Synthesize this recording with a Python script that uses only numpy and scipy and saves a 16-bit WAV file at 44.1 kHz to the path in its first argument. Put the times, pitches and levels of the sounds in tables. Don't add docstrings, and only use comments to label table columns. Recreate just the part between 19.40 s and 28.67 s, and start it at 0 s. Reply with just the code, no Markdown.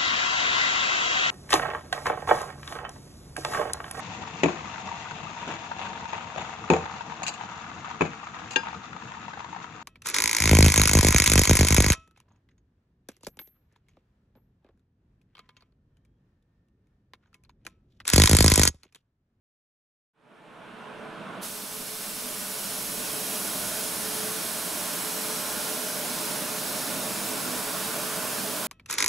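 import sys
import numpy as np
from scipy import signal
from scipy.io import wavfile
from scipy.ndimage import uniform_filter1d

SR = 44100
rng = np.random.default_rng(int(sys.argv[2]) if len(sys.argv) > 2 else 0)


def log_audio(samples):
    frames = np.atleast_2d(samples).T
    limited = np.clip(frames, -1, 1)
    pcm = np.round(limited * 32767).astype(np.int16)
    wavfile.write(sys.argv[1], SR, pcm)


def amplitude_ratio(level_db):
    exponent = np.asarray(level_db, float) / 20
    return 10 ** exponent


N = 408807


def read(hz, f, value):
    return np.interp(np.log(hz + 1), np.log(np.asarray(f) + 1), value)


def follow(rows):
    return np.interp(np.arange(N) / SR, *np.transpose(rows))


def evened(x):
    return x / np.sqrt(np.mean(x ** 2) + 1e-20)


def wander(rate_hz):
    noise = uniform_filter1d(rng.standard_normal(N), size=2000)
    pole = np.exp(-2 * np.pi * rate_hz / SR)
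    return evened(signal.lfilter([1], [1, -pole], noise))


def airflow(shape, peaks, ripple_db, patchy_db):
    # f/Hz, left-right likeness/0-1, left minus right level/dB
    ports = [(25, .4, -12.5), (60, .74, -7.6), (160, .97, -4.3), (430, .8, -3), (700, .88, -1.7),
             (2000, .7, -2.2), (4600, .64, -2.7), (5500, .76, -2), (6000, .8, -.3), (7600, .85, -.3),
             (8600, .8, -1.4), (9300, .97, -2.4), (10700, .99, -4.1), (11800, .99, -2.5),
             (16000, .985, -2.6)]
    frames, hz = N // 1024 + 5, np.fft.rfftfreq(4096, 1 / SR)
    a, b, c, d, ripple, patches = rng.standard_normal((frames, 2049, 6)).T
    ripple = uniform_filter1d(ripple, size=3, axis=0)
    ripple = evened(uniform_filter1d(ripple, size=60, axis=1))
    patches = uniform_filter1d(patches, size=60, axis=0)
    patches = evened(uniform_filter1d(patches, size=6, axis=1))

    colour_db = read(hz, *np.transpose(shape))
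    colour_db = colour_db + sum(db / (1 + (2 * (hz - f) / width) ** 2) for f, width, db in peaks)
    f, same, lean_db = np.transpose(ports)
    own = np.arccos(np.clip(read(hz, f, same), 0, 1))[:, None] / 2
    mid = np.cos(own) * (a + 1j * b)
    side = np.sin(own) * (c + 1j * d)
    lean = amplitude_ratio(read(hz, f, lean_db)[:, None] / 2)
    z = np.array([(mid + side) * lean, (mid - side) / lean])
    z *= amplitude_ratio(colour_db[:, None] + ripple_db * ripple + patchy_db * patches)
    return evened(signal.istft(z, nperseg=4096, noverlap=3072)[1][:, :N])


def swells_db():
    # t/s, peak level/dB, length/s
    swells = [(.9, 2.5, 0.23), (1.654, 3, 0.36), (2.364, 7, 0.33), (3.05, 1, .45), (3.657, 3.5, 0.74),
              (4.4, -1, 0.24), (4.83, 6, .55), (5.723, 1, 0.53), (6.35, 5.5, 0.28), (6.75, 0, 0.37),
              (7.07, 7, 0.16), (7.902, 2, 0.14), (8.29, 2, 0.17), (8.703, 3, 0.19), (9.15, -1, .3)]
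    out_of_step_db = -5
    t = np.arange(0, N, 64) / SR
    bumps = sum(amplitude_ratio(db) ** 2 * np.exp(-(2 * (t - s) / length_s) ** 2) for s, db, length_s in swells)
    power = amplitude_ratio(out_of_step_db) ** 2 + bumps
    return np.interp(np.arange(N) / SR, t, 10 * np.log10(power))


def blowers():
    # f/Hz, density/dB per Hz
    roar_shape = [(60, -52), (110, -19), (190, -4), (363, -10.5), (600, -9), (1600, -10), (2000, -18),
                  (2350, -14.5), (3500, -21), (4500, -31), (6800, -37.5), (9000, -34.5), (12000, -45.5),
                  (14300, -54), (16000, -62)]
    # f/Hz, width/Hz, level/dB
    duct_peaks = [(127, 22, 6), (195, 40, 3.5), (248, 22, 5), (318, 22, 7), (436, 45, 4.5), (1000, 40, 3.5),
                  (1065, 60, 3), (1450, 150, 3), (1750, 60, 2.5), (570, 16, 3), (608, 36, 8.5),
                  (636, 10, -7), (651, 16, 7.5), (705, 15, 3), (1680, 30, -3)]
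    # f/Hz, level/dB rms, left phase lead/rad, share of the beating/0-1
    blade_tones = [
        (430.7, -44, 1.05, 1.),
        (861.3, -50.5, .4, .2),
    ]
    # t/s, level/dB
    load = [
        (.7, -2),
        (1.3, 0),
        (3, 0),
        (3.7, -0.5),
        (6.8, -2.16),
        (8.2, -1.3),
        (9.27, -.5),
    ]
    roar_db = -33
    sound = amplitude_ratio(roar_db) * airflow(roar_shape, duct_peaks, ripple_db=1.2, patchy_db=.7)
    beating_db = swells_db()
    speed = 1 + .004 * wander(4.0)
    for hz, db, lead, share in blade_tones:
        turn = 2 * np.pi * np.cumsum(hz * speed) / SR + np.array([[lead], [0]])
        eddies = .45 * (wander(5.0) + 1j * wander(5.0))
        scatter = .2 * np.array([wander(3.0) + 1j * wander(3.0) for port in range(2)])
        level = amplitude_ratio(db + share * beating_db + np.array([[-1.5], [1.5]]))
        sound = sound + level * ((1 + eddies + scatter) * np.exp(1j * turn)).real
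    return amplitude_ratio(follow(load)) * sound


def outflow_db():
    open_s, snap_s = 2.004, .05
    leak_db, leak_rise_db_per_s = -65, 40
    air_db, settle_db, settle_s = -25, -2.5, 0.27
    empty_s, sag_db = 3.26, -6.
    hump_full_db, hump_sag_db, hump_lag = 1.24, -2.5, 4.1

    since_s = np.arange(N) / SR - open_s
    after_s = np.maximum(since_s, 0)
    drained = 1 - np.exp(-(after_s / empty_s) ** 2)
    flow_db = air_db + settle_db * np.exp(-after_s / settle_s) + sag_db * drained
    seep_db = leak_db + leak_rise_db_per_s * np.minimum(since_s, 0)
    opened = 1 - (1 - np.clip(after_s / snap_s, 0, 1)) ** 3
    jet_db = seep_db + opened * (flow_db - seep_db)
    return jet_db, hump_full_db + hump_sag_db * drained ** hump_lag


def valve():
    # f/Hz, density/dB per Hz
    jet_shape = [(300, -33), (1000, -15.5), (2000, -8), (3500, -5), (5300, -3.5), (7200, -4.5),
                 (7700, -3.5), (9000, -3), (10600, -1), (12000, -4.5), (13300, -4.5), (14100, -6),
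                 (14800, -10.5), (16000, -5.5)]
    # f/Hz, width/Hz, level/dB
    reflection_peaks = [(2725, 25, 3.5), (3958, 22, 4), (4232, 30, 3), (5169, 28, 4.5), (5341, 30, 2),
                        (5630, 28, 3.5), (5914, 24, 3.5), (7654, 40, 2.5), (8065, 22, 3), (9757, 40, 2),
                        (10130, 30, 2), (10650, 120, 2.5)]
    # delay/ms, share of direct sound
    echoes = [
        (.7, 0.0067),
        (1.9, 0.032),
        (4.4, 0.077),
        (5.9, 0.079),
        (8.3, 0.064),
    ]
    level_db, hump_db = outflow_db()
    jet = airflow(jet_shape, reflection_peaks, ripple_db=2.0, patchy_db=0.3)
    jet = jet * amplitude_ratio(level_db + 0.26 * wander(7.5))
    hump_band = signal.butter(1, [9000, 12000], "bandpass", fs=SR, output="sos")
    jet = jet + (amplitude_ratio(hump_db) - 1) * signal.sosfilt(hump_band, jet)
    paths = np.zeros(512)
    paths[0] = 1
    for ms, share in echoes:
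        paths[round(ms * SR / 1000)] = share
    return signal.oaconvolve(jet, paths[None] / np.linalg.norm(paths), axes=1)[:, :N]


def rumble():
    # f/Hz, density/dB per Hz
    rumble_shape = [(15, -2), (30, -17), (48, -4), (65, -1), (88, -7.5), (120, 0), (200, -17), (400, -60)]
    # t/s, level/dB rms
    draught = [
        (.7, -53.5),
        (1.4, -59),
        (2.4, -49.5),
        (4, -50.5),
        (5.5, -56),
        (6.8, -56.5),
        (9.27, -61),
    ]
    return amplitude_ratio(follow(draught)) * airflow(rumble_shape, [], ripple_db=3.0, patchy_db=1.5)


def scene():
    return blowers() + valve() + rumble()


def narrow_stereo(x):
    # f/Hz, share of time mono/0-1
    mono_share = [(1700, 0), (2200, .1), (3000, .02), (5500, .03), (5900, .2), (6400, .8), (7100, .96),
                  (7700, .65), (8300, .04), (11400, .01), (12000, .07), (13300, .07), (14000, .02),
                  (15500, .15)]
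    edge_hz = 15730
    hz, t, (mid, side) = signal.stft([x[0] + x[1], x[0] - x[1]], SR, nperseg=1024)
    draws = rng.standard_normal((66, len(t) // 3 + 1))
    chance = uniform_filter1d(draws[:65], size=4, axis=0)
    chance = evened(uniform_filter1d(chance, size=2, axis=1))
    chance = 1 / (1 + np.exp(-1.7 * chance))
    band = np.arange(513) // 8
    mono = read(hz[band * 8], *np.transpose(mono_share))[:, None]
    keep = chance.repeat(3, axis=1)[band, :len(t)] > mono
    step_db = -5.0 * np.maximum(draws[65] - .3, 0).repeat(3)[:len(t)]
    side = keep * amplitude_ratio(np.outer(hz > 11400, step_db)) * side
    pair = signal.istft(np.array([mid + side, mid - side]) / 2, nperseg=1024)[1][:, :N]
    lowpass = signal.firwin(2047, edge_hz, window=("kaiser", 9), fs=SR)
    return signal.oaconvolve(pair, lowpass[None], "same")


def roll_off(x):
    return signal.sosfilt(signal.butter(12, 16730, fs=SR, output="sos"), x)


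def record(dry):
    smooth_s, recovery_db_per_s, threshold_db = .06, 2.0, -33
    fade_start_s, fade_s = .733, 3.24
    pole = np.exp(-1 / (smooth_s * SR))
    power = signal.lfilter([1 - pole], [1, -pole], (dry ** 2).mean(0))
    power_db = 10 * np.log10(power + 1e-12)
    fall_db = np.arange(N) * recovery_db_per_s / SR
    held_db = np.maximum.accumulate(power_db + fall_db) - fall_db
    over_db = np.maximum(held_db - threshold_db, 0)
    ducked = dry / amplitude_ratio(0.98 * uniform_filter1d(over_db, size=1500) - 3.0)
    fade = np.clip((np.arange(N) / SR - fade_start_s) / fade_s, 0, 1)
    return roll_off(narrow_stereo(ducked) * fade * amplitude_ratio(0.39))


dry = scene()
out = record(dry)
log_audio(out)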